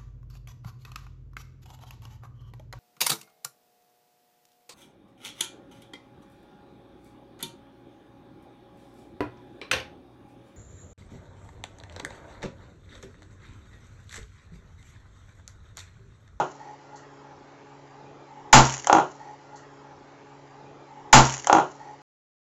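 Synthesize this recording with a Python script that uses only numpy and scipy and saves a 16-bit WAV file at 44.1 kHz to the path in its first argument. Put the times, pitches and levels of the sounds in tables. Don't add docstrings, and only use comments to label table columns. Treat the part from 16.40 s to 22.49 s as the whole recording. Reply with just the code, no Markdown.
import sys
import numpy as np
from scipy import signal
from scipy.fft import rfft, irfft
from scipy.io import wavfile
from scipy.ndimage import uniform_filter1d

SR = 44100
rng = np.random.default_rng(int(sys.argv[2]) if len(sys.argv) > 2 else 0)


def unload_wav(signal):
    wavfile.write(
        sys.argv[1],
        SR,
        np.round(np.clip(np.atleast_2d(signal).T, -1, 1) * 32767).astype(np.int16),
    )


N = 268569

LOOP_S, STOP_S = 2.6, 5.619
TOP_HZ, SPLATTER_TOP_HZ = 7500, 15800
L = round(LOOP_S * SR)
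T = np.arange(L) / SR
SPARK_S, FIRE_S, CATCH_S = 2.1268, 2.1295, 2.4708


def undb(db):
    return 10 ** (np.asarray(db) / 20)


def unit(x):
    return x / np.sqrt(np.mean(x ** 2))


def noise():
    return rng.standard_normal(L)


def since(s):
    return (T - s) % LOOP_S


def fade(age, t60):
    return np.exp(-np.log(1000) * age / t60)


def build(age, time_s):
    return 1 - np.exp(-age / time_s)


def curve(rows):
    s, db = np.transpose(rows)
    return undb(np.interp(T, s, db, period=LOOP_S))


def convolve(x, h):
    return irfft(rfft(x) * rfft(h), L)


def low_pass(x, hz):
    sos = signal.ellip(8, .3, 75, hz, fs=SR, output="sos")
    return signal.sosfilt(sos, x)


def response(points):
    hz, db = np.transpose(points)
    f = np.maximum(np.fft.rfftfreq(L, 1 / SR), 1)
    gain = undb(np.interp(np.log(f), np.log(hz), db))
    cepstrum = irfft(np.log(gain), L)
    cepstrum[1:L // 2] *= 2
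    cepstrum[L // 2 + 1:] = 0
    h = low_pass(irfft(np.exp(rfft(cepstrum)), L), TOP_HZ)
    return h / np.linalg.norm(h)


def band(hz, width_hz):
    f = np.fft.rfftfreq(L, 1 / SR)
    gain = 1 / (1 + (2 * (f - hz) / width_hz) ** 2)
    return unit(irfft(rfft(noise()) * gain, L))


def ring(modes, age):
    return sum(undb(db) * fade(age, t60) * np.sin(2 * np.pi * hz * age) for hz, db, t60 in modes)


def room(t60, build_s):
    h = noise() * fade(T, t60) * build(T, build_s)
    return h / np.linalg.norm(h)


def patchy(x, depth_db, size=13):
    cells = signal.stft(x, nperseg=1024, noverlap=768)[2]
    field = rng.standard_normal(cells.shape)
    for _ in range(2):
        field = uniform_filter1d(field, size=3, axis=0)
        field = uniform_filter1d(field, size=size, axis=1)
    shaped = cells * undb(depth_db * unit(field))
    return signal.istft(shaped, nperseg=1024, noverlap=768)[1][:L]


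def swells(rows, rest_db):
    attack_s, release_s = .02, .025
    gain = undb(rest_db)
    for s, length, db in rows:
        rise = np.clip((T - s) / attack_s + .5, 0, 1)
        fall = np.clip((s + length - T) / release_s + .5, 0, 1)
        gain = np.hypot(gain, undb(db) * rise * fall)
    return gain


# [f/Hz, level/dB before the slow swell]
MOTOR_LINES = [(140, -54.5), (280, -55), (345, -62.5), (420, -56), (490, -74), (560, -60.5)]


def motor_hum():
    wobble = 0.22 * band(0, 3.5)
    lowest_hz = MOTOR_LINES[0][0]
    hum = 0
    for hz, db in MOTOR_LINES:
        phase = 2 * np.pi * (hz * T + rng.random()) + wobble * hz / lowest_hz
        hum = hum + undb(db) * np.sin(phase)
    return hum * undb(0.97 * band(0, 9) - 1.0)


# [f/Hz, relative level/dB per Hz]
AIR_COLOUR = [(25, -18), (60, -9), (130, -2), (200, -11), (350, -9.5), (600, -0.5), (1000, -3.5),
              (1500, -8), (2200, -13.5), (3500, -20.5), (7000, -24), (8000, -28)]


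def fan_air():
    air = patchy(convolve(noise(), response(AIR_COLOUR)), depth_db=2.6)
    return undb(-53.0) * unit(air)


# [t/s, level/dB before a fixed trim]
RUSH_LEVEL = [(0.14, -55.5), (0.574, -57), (0.59, -58), (0.79, -51.5), (0.878, -59), (0.926, -55.5),
              (1.062, -51.5), (1.078, -60), (1.242, -52.5), (1.29, -64), (1.362, -54), (1.514, -61),
              (1.546, -53.5), (1.822, -49.5), (1.844, -58), (2.09, -49.5)]


def fan_rush():
    return curve(RUSH_LEVEL) * undb(-3.5) * band(360, 260)


# [start t/s, length t/s, level/dB]
WHINE_SWELLS = [(.12, 0.11, -50.5), (.205, 0.15, -44.5), (.414, 0.054, -51), (.516, 0.064, -45.5),
                (.845, .11, -50), (1.305, 0.06, -49), (1.54, 0.15, -49.5), (1.875, .075, -50),
                (1.955, .165, -46)]
# [start t/s, length t/s, level/dB before a fixed trim]
OVERTONE_SWELLS = [(.19, 0.12, -54), (.57, 0.089, -56.5)]


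def fan_whine():
    tone = undb(-3.0) * band(850, 135) + undb(-5.5) * band(845, 25)
    whine = swells(WHINE_SWELLS, rest_db=-57) * tone
    overtone = swells(OVERTONE_SWELLS, rest_db=-70) * undb(-5.0) * band(1875, 110)
    return whine + overtone


def seep():
    hiss = patchy(undb(-3) * band(4400, 1400) + band(6200, 1900), depth_db=4.5)
    hiss = undb(-54.5) * unit(hiss) * fade(since(2.3), 2.6)
    spurt_age = since(0.555)
    spurt = undb(-8) * band(4340, 700) + band(6600, 2100)
    spurt = undb(-52) * spurt * fade(spurt_age, 0.26) * build(spurt_age, 0.0049)
    spit_age = since(CATCH_S)
    spit_gain = undb(-14.5) * fade(spit_age, 0.0076) + undb(-37.5) * fade(spit_age, 0.11)
    return hiss + spurt + band(6550, 1600) * spit_gain


# [f/Hz, relative level/dB]
BLAST_COLOUR = [(30, -6), (100, -13.5), (170, -12), (250, 2), (450, -16.5), (700, -2), (900, 6), (1350, 0),
                (2000, -6.5), (3500, -10), (5500, -10), (7000, -11.5), (8000, -16)]
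# [f/Hz, relative level/dB, t60/s]
STAND_MODES = [(66.15, -8.5, 0.32), (132, 2, 0.35), (175.3, -12.5, 0.26), (221, -5.5, 0.27),
               (244.2, -3.5, 0.28), (414, -10, 0.093), (890, -7.5, 0.082), (886, 4.5, .22),
               (940, -12, 0.35), (980, -15, 0.2), (1100, -11, .29), (1167, -9, .26), (1406, -5, .25),
               (1710, -15, .17), (3205, -15, 0.082), (6200, -17.5, 0.17)]


def blast():
    age, spark_age = since(FIRE_S), since(SPARK_S)
    spark = undb(-9.5) * band(6900, 1400) * fade(spark_age, 0.23) * build(spark_age, 0.0015)
    burst = fade(age, 0.17) + undb(-14.5) * fade(since(FIRE_S + .033), 0.39)
    roar = convolve(noise() * burst, response(BLAST_COLOUR))
    stand = undb(-3.0) * ring(STAND_MODES, age) * build(age, 0.039)
    heave = 1.1 * fade(age, .16) * build(age, .008)
    return spark + roar + stand + heave


# [f/Hz, relative level/dB]
CLICK_COLOUR = [(200, -32.5), (1000, -9), (2100, 0), (2450, -7), (2900, 0), (3600, -8.5), (4300, -8),
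                (4800, -8), (5600, 0.5), (6900, 4), (8000, -6.5)]


def rattle():
    taps = (rng.random(L) < 190 / SR) * noise()
    shaking = fade(since(FIRE_S), 1.0)
    tick = response(CLICK_COLOUR)
    tick = tick + convolve(tick, room(0.035, .001))
    return undb(-31.5) * convolve(unit(taps) * shaking, tick)


END_STOPS = [(2.1410, .0201, 4.5, -8, 3.5, 2.5, 151.7), (2.5280, .0220, -1.5, -21.5, 4, 3, 105)]
# [t/s, relative click level/dB, relative thud level/dB, lowest thud f/Hz]
BARREL_CATCHES = [(2.4708, -5.5, -9, 470), (2.4975, -24.5, 2.5, 374)]
# [t/s, relative click level/dB]
FITTING_TICKS = [(2.2290, -12), (2.2962, -13.5), (2.3171, -21), (2.3396, -15.5), (2.3677, -21.5),
                 (2.3790, -20.5), (2.3980, -22.5), (2.4446, -16)]


def contacts():
    bounce_count, gap_ratio, click_loss_db = 5, .85, 0.5
    tick_thud_db, tick_low_hz = -14.5, 424
    rows = list(BARREL_CATCHES)
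    rows += [(s, db, db + tick_thud_db, tick_low_hz) for s, db in FITTING_TICKS]
    for s, gap, first_db, rebound_db, thud_db, loss_db, low_hz in END_STOPS:
        for k in range(bounce_count):
            click_db = rebound_db - k * click_loss_db if k else first_db
            rows.append((s, click_db, thud_db - k * loss_db, low_hz))
            s = s + gap * gap_ratio ** k
    return rows


# [f/Hz, relative level/dB]
THUD_COLOUR = [(50, -34.5), (130, -5.5), (220, -10.5), (350, 0.5), (580, -0.5), (850, 6), (1150, -2.5),
               (1420, -2), (1850, -21.5), (3000, -19.5), (6000, -40)]
# [f/Hz, relative level/dB, t60/s]
FITTING_MODES = [(2070, 0, 0.37), (2420, -2, 0.21), (2900, -4.5, .14), (3070, -0.5, .1), (4080, -4.5, .2),
                 (5700, -4.5, 0.14), (6230, -7.5, 0.22), (7020, -3.5, 0.089)]
# [f/Hz, relative level/dB, t60/s]
BARREL_MODES = [(142.1, -9, 0.21), (330, -1.5, 0.22), (388.4, -7, 0.28), (573.5, -0.5, 0.21),
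                (617, -7.5, 0.2), (795, -10, 0.11), (826, 1, 0.15), (963, -1.5, .16), (1320, -10, 0.052)]


def knocks():
    clicks, thuds = np.zeros(L), np.zeros(L)
    for s, click_db, thud_db, low_hz in contacts():
        start = round(s * SR)
        chatter = noise() * fade(T, 0.0084)
        clicks += undb(click_db) * np.roll(chatter, start) / np.linalg.norm(chatter)
        high_pass = signal.butter(5, low_hz, "high", fs=SR, output="sos")
        push = signal.sosfilt(high_pass, signal.unit_impulse(2048))
        thuds[(start + np.arange(len(push))) % L] += undb(thud_db) * push
    click, thud = response(CLICK_COLOUR), response(THUD_COLOUR)
    click_room = undb(-6) * convolve(click, room(0.22, 0.0013))
    click = click + click_room + undb(-44.5) * ring(FITTING_MODES, T)
    reflections = undb(-1.5) * room(0.032, 0.00045) + undb(-2) * room(0.24, 0.014)
    thud_room = convolve(thud, reflections)
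    thud = undb(-3.0) * thud + thud_room + undb(-34.0) * ring(BARREL_MODES, T)
    return undb(6.0) * convolve(clicks, click) + undb(11.0) * convolve(thuds, thud)


def scene():
    fan = motor_hum() + fan_air() + fan_rush() + fan_whine()
    loop = fan + seep() + blast() + rattle() + knocks()
    return np.resize(loop, N)[None]


def record(dry):
    ceiling = np.where(dry > 0, .76, .785)
    squashed = dry / (1 + (dry / ceiling) ** 4) ** (1 / 4)
    sag_s, sag_onset, sag_depth = .032, .014, 4.6
    leak = np.exp(-1 / (sag_s * SR))
    strain = signal.lfilter([1 - leak], [1, -leak], squashed ** 4)
    sagging = squashed - sag_depth * np.maximum(strain - sag_onset, 0)
    narrow = low_pass(sagging, TOP_HZ)
    playing = np.arange(N) / SR < STOP_S
    return low_pass(np.clip(narrow, -1, 1) * playing, SPLATTER_TOP_HZ)


dry = scene()
out = record(dry)
unload_wav(out)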